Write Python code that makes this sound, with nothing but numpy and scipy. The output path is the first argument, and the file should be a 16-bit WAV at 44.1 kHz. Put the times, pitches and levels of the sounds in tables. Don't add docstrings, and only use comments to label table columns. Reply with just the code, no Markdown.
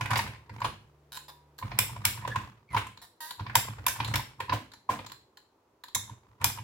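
import sys
import numpy as np
from scipy import signal
from scipy.fft import rfft, irfft
from scipy.io import wavfile
from scipy.ndimage import uniform_filter1d

SR = 44100
rng = np.random.default_rng(int(sys.argv[2]) if len(sys.argv) > 2 else 0)


def int16_out(signal):
    q = np.round(np.clip(np.atleast_2d(signal).T, -1, 1) * 32767)
    wavfile.write(sys.argv[1], SR, q.astype(np.int16))


N = 292383
T = np.arange(N) / SR
AGE = T[:SR // 2]


def undb(db):
    return 10 ** (np.asarray(db) / 20)


def unit(x):
    return x / np.sqrt(np.mean(x ** 2) + 1e-18)


def lookup(points, hz):
    f, value = np.transpose(points)
    return np.interp(np.log(hz + 1), np.log(f), value)


def noise(spectrum, size=N, coherent_hz=1500):
    mid, side = rfft(rng.standard_normal((2, size)))
    hz = np.fft.rfftfreq(size, 1 / SR)
    apart = hz / np.hypot(hz, coherent_hz)
    pair = (mid + np.array([[1], [-1]]) * apart * side) / np.hypot(1, apart)
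    return unit(irfft(pair * undb(lookup(spectrum, hz)), size))


def add(out, t, sound):
    start = int(np.clip(t * SR, 0, N - 1))
    out[..., start:start + sound.shape[-1]] += sound[..., :N - start]


def swell(rise_s):
    return AGE / rise_s * np.exp(1 - AGE / rise_s)


def cracks(times, levels, spectrum, rise_s, scatter_db=3.5):
    out, size = np.zeros((2, N)), SR // 10
    hz, shape_db = np.transpose(spectrum)
    for t, db, rise in zip(times, levels, rise_s * np.ones(len(times))):
        colour = np.transpose([hz, shape_db + scatter_db * rng.standard_normal(len(hz))])
        add(out, t, undb(db) * swell(rise)[:size] * noise(colour, size))
    return out


def rings(times, levels, modes, scatter_db=3):
    out = np.zeros((2, N))
    hz, mode_db, t60 = np.transpose(modes)
    waves = np.exp((2j * np.pi * hz - np.log(1000) / t60)[:, None] * AGE)
    for t, db in zip(times, levels):
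        weight = undb(db + mode_db + scatter_db * rng.standard_normal((2, len(hz))))
        phasor = np.exp(2j * np.pi * rng.random(weight.shape))
        add(out, t, ((weight * phasor) @ waves).imag)
    return out


# t/s, duration/s, level/dB
PUSHES = [(-0.002, 0.37, -35.5), (0.537, 0.26, -39.5), (1.63, 0.89, -38), (2.714, 0.18, -37),
          (3.394, 0.61, -41), (3.994, 0.24, -32), (4.389, 0.045, -46.5), (4.49, 0.14, -38.5),
          (4.896, 0.21, -42.5), (5.962, 0.11, -37.5), (6.085, 0.082, -44.5), (6.284, 0.035, -51.5),
          (6.417, 0.19, -35)]

def hand_force(attack_s=0.025, let_go_s=0.1, release_db_per_s=104):
    force = np.zeros(N)
    for start, duration, db in PUSHES:
        attack = np.clip((T - start) / attack_s + 1, 0, 1) ** 2
        relaxing_s = np.maximum(T - start - max(duration - let_go_s, 0), 0)
        force = np.maximum(force, attack * undb(db - release_db_per_s * relaxing_s))
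    return force


# f/Hz, level/dB
BENCH_SPECTRUM = [(20, -53.5), (45, -12.5), (66, 3), (80, -8.5), (104, 9), (145, 0.5), (168, -20),
                  (196, -2), (250, -14), (500, -24.5), (900, -41.5)]
GRIND_SPECTRUM = [(400, -19), (780, -14), (980, -3), (1250, -10), (1650, -15), (3500, -24.5),
                  (6000, -30.5), (12000, -48.5)]

def bench_rumble(force, shake_db=-7, grind_db=-16.5):
    shake = noise(BENCH_SPECTRUM)
    shake /= np.sqrt(uniform_filter1d(np.mean(shake ** 2, axis=0), size=2600))
    grit_db = 6.13 * unit(uniform_filter1d(rng.standard_normal(N), size=300))
    grind = noise(GRIND_SPECTRUM) * undb(grit_db)
    return force * (undb(shake_db) * shake + undb(grind_db) * grind)


# f/Hz, level/dB
HUM_PARTIALS = [(72, -67.5), (145.3, -66)]
AIR_SPECTRUM = [(25, -24), (60, -3.5), (110, -2.5), (200, -6), (380, 1.5), (700, -6.5), (950, -2.5),
                (1700, -16.5), (3500, -22.5), (7000, -26), (9000, -30.5), (16000, -29.5)]

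def background(hum_end_s=1.8, fade_s=0.14):
    hum = sum(undb(db) * np.sqrt(2) * np.sin(2 * np.pi * (hz * T + rng.random()))
              for hz, db in HUM_PARTIALS)
    rush = undb(-69.5) * noise([(30, 11), (130, -25.5), (350, 8), (1000, -6.5), (2000, -10), (8000, -24)])
    fade = np.clip((hum_end_s - T) / fade_s, 0, 1)
    return undb(-68.5) * noise(AIR_SPECTRUM) + (hum + rush) * fade


# f/Hz, level/dB, rise time/s
CASE_MODES = [(553, -26.5, 0.0077), (879, -10, 0.0039), (989.4, -2, 0.0041), (1063, -7, 0.0041),
              (1602, -27, 0.015)]

def case_note(times, levels, spread=0.03, left_lead_rad=0.8):
    out, size = np.zeros((2, N)), SR // 20
    lead = np.array([[left_lead_rad], [0]])
    for t, db in zip(times, levels):
        for hz, mode_db, rise_s in CASE_MODES:
            detuned_hz = hz * (1 + spread * rng.standard_normal())
            phase = 2 * np.pi * (detuned_hz * AGE[:size] + rng.random())
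            add(out, t, undb(db + mode_db) * swell(rise_s)[:size] ** 1.5 * np.sin(phase + lead))
    return out


# t/s, case level/dB, contact level/dB, treble level/dB, jolt level/dB
KNOCKS = [(0.01, -28, -29.5, -27.5, -32), (0.058, -30, -31.5, -33.5, -45.5), (0.106, -26, -29, -27, -27),
          (0.112, -22.5, -27, -27.5, -38), (0.133, -22, -27, -26.5, -43), (0.157, -35, -24, -25, -31.5),
          (0.191, -20, -27, -37, -34.5), (0.275, -41, -40, -39, -34.5), (0.495, -43, -46.5, -51, -40),
          (0.618, -24.5, -35, -42, -35), (1.626, -30.5, -41.5, -64, -31), (1.716, -39, -38, -72.5, -35),
          (1.896, -40.5, -54, -45, -38), (1.964, -36.5, -46, -50, -38.5), (2.174, -40, -45, -49.5, -39),
          (2.25, -28, -40, -68, -42), (2.276, -34, -32.5, -30, -36), (2.359, -22, -30, -30.5, -31.5),
          (2.746, -18.5, -33.5, -33, -31), (2.765, -26, -32, -29, -47), (2.868, -38, -48, -37, -51),
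          (3.396, -32.5, -40, -67, -31), (3.465, -35, -40.5, -57.5, -40), (3.497, -36.5, -37.5, -50, -38),
          (3.681, -32, -47, -52.5, -34), (3.785, -44, -47, -70, -37), (3.882, -37, -27.5, -13, -47),
          (3.961, -36, -43, -48.5, -48), (4.002, -26.5, -28, -53, -31), (4.077, -36.5, -41, -30.5, -29),
          (4.139, -31, -25, -20.5, -26.5), (4.195, -30.5, -55, -60.5, -46), (4.404, -27, -34, -32.5, -42.5),
          (4.495, -26, -29.5, -58, -36), (4.523, -20.5, -31, -43, -31), (4.99, -34.5, -38.5, -51, -61),
          (6.096, -41.5, -55, -63, -39), (6.415, -35.5, -38.5, -36.5, -38),
          (6.585, -32.5, -45.5, -58, -38.5)]
# f/Hz, level/dB
CONTACT_SPECTRUM = [(200, -9.5), (500, -5), (750, 2.5), (1250, -1.5), (1600, 5), (2300, 1), (3200, -4.5),
                    (5000, -10.5), (8000, -42)]
TREBLE_SPECTRUM = [(3000, -16), (5500, -1), (8000, -2.5), (10500, -5.5), (15500, -8.5)]

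def knocks():
    t, case_db, contact_db, treble_db, _ = np.transpose(KNOCKS)
    graze = case_note(t - .013, case_db - 13.5)
    contact = cracks(t - .001, contact_db, CONTACT_SPECTRUM, rise_s=0.0032)
    contact += cracks(t - .001, treble_db - 12, TREBLE_SPECTRUM, rise_s=0.0025)
    note = graze + case_note(t - .002, case_db + .5)
    return contact + note, undb(-2.5) * contact + undb(-5.5) * note


# f/Hz, level/dB
BENCH_MODES = [(66, -16), (109, 0), (140, -13), (197, -16), (300, -20.5)]

def bench_jolts(clunk_db=-37.5, spread=0.04, rise_s=0.021):
    blows = [(row[0], row[-1]) for row in KNOCKS + SNAPS] + [(row[0], clunk_db) for row in CLUNKS]
    out, size = np.zeros(N), SR // 5
    swing = swell(rise_s)[:size] ** 2.8
    for t, db in blows:
        for hz, mode_db in BENCH_MODES:
            detuned_hz = hz * (1 + spread * rng.standard_normal())
            phase = 2 * np.pi * (detuned_hz * AGE[:size] + rng.random())
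            add(out, t, undb(db + mode_db) * swing * np.sin(phase))
    return out


def stray_taps(force, taps_per_s=7, scatter_db=3):
    slots = np.arange(int(taps_per_s * N / SR))
    t = (slots + rng.random(len(slots))) / taps_per_s
    db = 20 * np.log10(np.interp(t, T, force) + 1e-9) + scatter_db * rng.standard_normal(len(t))
    taps = case_note(t, db - 10) + cracks(t, db - 15, CONTACT_SPECTRUM, rise_s=0.003)
    return taps, undb(1.5) * taps


# t/s, case level/dB, rattle level/dB, treble level/dB, rise time/s
CLUNKS = [(0.168, -25, -28, -32.5, 0.0063), (0.646, -19, -25, -63, 0.0064),
          (2.769, -20.5, -25.5, -45.5, 0.0081), (4.529, -23, -27, -46.5, 0.0076),
          (4.892, -16.5, -31.5, -47.5, 0.017)]
# f/Hz, level/dB
RATTLE_SPECTRUM = [(120, -6), (300, 4.5), (420, 0.5), (560, 4), (800, 2.5), (1300, 2.5), (2000, 0.5),
                   (3100, -1), (5000, -10.5), (8000, -20.5), (16000, -20)]

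def bolt_clunks():
    t, case_db, rattle_db, treble_db, rise_s = np.transpose(CLUNKS)
    rattle = cracks(t - .003, rattle_db - 3.5, RATTLE_SPECTRUM, rise_s)
    rattle += cracks(t + .0036, treble_db, TREBLE_SPECTRUM, rise_s)
    note = case_note(t - .0015, case_db - 1)
    return rattle + note, undb(-3.5) * rattle + undb(-6) * note


# t/s, level/dB
TICKS = [(0.603, -45.5), (1.171, -37), (1.5869, -40), (2.9737, -47), (3.3076, -33.5), (4.046, -31),
         (4.4016, -42), (4.5365, -44), (4.7175, -49.5), (4.736, -45), (5.0638, -40.5), (5.0978, -47),
         (5.1187, -39), (5.3716, -47.5), (5.8374, -41), (5.883, -48)]
# f/Hz, level/dB
WIRE_SPECTRUM = [(300, -5.5), (700, -13.5), (1000, 7), (1250, 2), (1600, 4.5), (2600, -1.5), (4200, 5.5),
                 (6000, -11.5), (7400, 0), (8600, -23), (10000, -7), (15500, -12)]
# f/Hz, level/dB, T60/s
WIRE_MODES = [(4070, 4, 0.09), (4100, -1.5, 0.34), (4300, -2, 0.32), (4030, -3.5, .35), (7200, -11.5, .2),
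              (7040, -7, 0.15), (7300, -8.5, 0.2), (10050, -7, .1)]

def wire_ticks():
    t, db = np.transpose(TICKS)
    tick = cracks(t - .0005, db + .5, WIRE_SPECTRUM, rise_s=0.0022) + case_note(t + .00076, db - 3.5)
    ring = rings(t, db - 19.5, WIRE_MODES, scatter_db=2)
    return tick + ring, undb(-4.5) * tick + undb(-5.5) * ring


# t/s, level/dB
PINGS = [(0.637, -67), (2.727, -73)]
# f/Hz, level/dB, T60/s
SPRING_MODES = [(10630, 19, 0.19), (10900, -9, 0.36), (10700, -2, .3)]

def spring_pings():
    t, db = np.transpose(PINGS)
    ring = rings(t, db, SPRING_MODES)
    return ring, ring


# t/s, duration/s, first slip rate/Hz, last slip rate/Hz,
# relative jitter of the period, level/dB, level change/dB, spectral tilt/(dB/octave)
SCRAPES = [(1.12, .055, 166, 113, 0.2, -38.5, -3, 1), (1.282, 0.018, 300, 198, 0.2, -46, -0.5, 0),
           (1.581, .025, 190, 210, 0.25, -49.5, 0, 4.5), (3.016, .034, 240, 220, .15, -46, -4.5, 0.5),
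           (3.205, 0.12, 308, 333, 0.03, -39.5, -11, 1)]
# f/Hz, level/dB
SLIP_SPECTRUM = [(300, -15), (650, -5), (1000, 11), (1250, -2), (1600, 4.5), (2600, -8), (4000, 4.5),
                 (5300, -3), (6200, -9), (7400, -6.5), (8600, -8), (10000, -2.5), (12000, -8), (14000, -2),
                 (15500, -10)]

def scrapes(slip_rise_s=0.0014):
    drag = np.zeros((2, N))
    hz, shape_db = np.transpose(SLIP_SPECTRUM)
    for t, duration, first_rate, last_rate, jitter, db, change_db, tilt in SCRAPES:
        progress = np.linspace(0, 1, int(duration * (first_rate + last_rate) / 2) + 1)
        timing, scatter_db = rng.standard_normal((len(progress), 2)).T
        period = (1 + jitter * timing) / (first_rate + (last_rate - first_rate) * progress)
        tilted = np.transpose([hz, shape_db + tilt * np.log2(hz)])
        slip = swell(slip_rise_s) * noise(tilted, len(AGE))
        for delay, slip_db in zip(np.cumsum(period) - period[0], db + change_db * progress + scatter_db):
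            add(drag, t + delay, undb(slip_db) * slip)
    return drag, undb(-3) * drag


# f/Hz, level/dB, T60/s
FAINT_TONE = [(968, 0, 0.72)]

def faint_tone():
    return rings(times=[1.298], levels=[-55], modes=FAINT_TONE, scatter_db=1.5)


# t/s, treble level/dB, body level/dB, case level/dB, jolt level/dB
SNAPS = [(1.7883, -11, -18.5, -26.5, -32.5), (2.052, -12.5, -19.5, -27, -33), (3.554, -10, -16.5, -14, -29),
         (3.8651, -15.5, -24.5, -18.5, -47), (4.1572, -22, -24, -28, -30), (6.4425, -12, -20.5, -20.5, -31)]
# f/Hz, level/dB
SNAP_TREBLE_SPECTRUM = [(4000, -15.5), (6200, -6.5), (6850, -8), (7480, 3), (8200, -12), (9200, -2.5),
                        (9850, -4), (10330, 4.5), (11100, -7), (11800, 0), (12350, -4), (13400, 3.5),
                        (14750, -4.5), (15500, -5)]
SNAP_BODY_SPECTRUM = [(200, -35), (550, -20.5), (1300, -1.5), (1900, -1.5), (2400, 3.5), (2950, -0.5),
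                      (3400, 4), (3950, -2), (4750, -6), (5300, 2), (5800, -5.5), (7000, -19.5)]
# f/Hz, level/dB, T60/s
LEVER_MODES = [(2326, -6, .16), (3400, -4, .12), (5250, -9, .12), (6250, -7, .12), (7540, -3, .14),
               (9940, -3, .15), (10210, -1, .16), (10400, 0, .16), (12130, -6, .11), (13260, -3, .12),
               (13750, -3, .14), (14320, -4, .14), (15250, -5, .12)]

def lever_snaps():
    t, treble_db, body_db, case_db, _ = np.transpose(SNAPS)
    skid = cracks(t - .012, body_db - 20.5, CONTACT_SPECTRUM, rise_s=0.022)
    crack = cracks(t - .0005, treble_db - 3, SNAP_TREBLE_SPECTRUM, rise_s=0.0017, scatter_db=1.5)
    crack += cracks(t - .0005, body_db + .5, SNAP_BODY_SPECTRUM, rise_s=0.0019, scatter_db=1)
    ring = rings(t, treble_db - 32.5, LEVER_MODES)
    note = case_note(t, case_db - .5)
    return skid + crack + ring + note, undb(-3.5) * crack + undb(-6) * ring + undb(-8.5) * note


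# t/s, duration/s, start f/Hz, end f/Hz, level/dB
SQUEAKS = [(2.294, 0.0505, 1751, 1618, -33.5), (2.674, 0.1, 2300, 1807, -48)]

def squeaks(waver_hz=55, rough_db=4, octave_db=-19):
    out = np.zeros((2, N))
    for t, duration, start_hz, end_hz, db in SQUEAKS:
        size = int(duration * SR)
        wander, grip = unit(uniform_filter1d(rng.standard_normal((2, size)), size=110))
        phase = 2 * np.pi * np.cumsum(np.linspace(start_hz, end_hz, size) + waver_hz * wander) / SR
        tone = np.sin(phase) + undb(octave_db) * np.sin(2 * phase)
        add(out, t, undb(db + rough_db * grip) * np.hanning(size) * tone)
    return out, undb(-3.5) * out


# t/s, level/dB
CLINKS = [(5.948, -21.5), (5.9513, -21), (5.957, -27)]
# f/Hz, level/dB
TOOL_SPECTRUM = [(500, -18.5), (2200, -4), (2900, -22), (3700, 5), (4700, -15.5), (6200, 0), (7500, -2.5),
                 (8500, -18), (10300, -2), (11500, -10.5), (15500, -10.5)]
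# f/Hz, level/dB, T60/s
TOOL_MODES = [(3600, -5, .27), (3655, -1, .3), (3740, -5, .26), (3935, -6, .26), (5250, -12, .3),
              (6083, -6, .27), (6309, -6, .3), (6430, -8, .3), (7337, -7, .33), (7550, -8, .26),
              (9819, -10, .18), (10480, -7, .22), (13710, -13, .13)]

def tool_clinks():
    t, db = np.transpose(CLINKS)
    chatter = cracks(t, db, TOOL_SPECTRUM, rise_s=0.0017, scatter_db=0.5)
    ring = rings(t, db - 25, TOOL_MODES)
    note = case_note(t[-1:], db[-1:] + .5)
    return chatter + ring + note, undb(-5.5) * (chatter + ring) + undb(-10) * note


# f/Hz, T60/s
ROOM_T60 = [(100, 0.69), (300, 0.44), (900, 0.22), (2000, 0.36), (5000, 0.35), (9000, 0.35), (15000, 0.25)]

def room(feed, onset_s=0.00077):
    white = noise([(20, 0), (20000, 0)], size=SR)
    hz, t, cells = signal.stft(white, SR, nperseg=256)
    build = 1 - np.exp(-(t / onset_s) ** 2)
    decay = np.exp(-np.log(1000) * t / lookup(ROOM_T60, hz)[:, None])
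    response = signal.istft(cells * build * decay, SR)[1]
    return signal.fftconvolve(feed, unit(response) / np.sqrt(response.shape[1]), axes=1)[:, :N]


def scene(bench_delay_s=0.00016):
    force = hand_force()
    direct, feed = np.sum([knocks(), bolt_clunks(), lever_snaps(), tool_clinks(), wire_ticks(),
                           spring_pings(), scrapes(), squeaks(), stray_taps(force)], axis=0)
    foreground = direct + faint_tone() + room(feed)
    left, right = bench_rumble(force) + bench_jolts()
    bench = np.array([left, np.interp(T - bench_delay_s, T, right)])
    return foreground * undb([[-.4], [.4]]) + bench * undb([[-.8], [.8]]) + background()


def record(dry, low_hz=41, top_hz=16000):
    thinned = signal.sosfilt(signal.butter(3, low_hz, "highpass", fs=SR, output="sos"), dry)
    return signal.sosfilt(signal.ellip(10, .2, 80, top_hz, fs=SR, output="sos"), thinned)


dry = scene()
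out = record(dry)
int16_out(out)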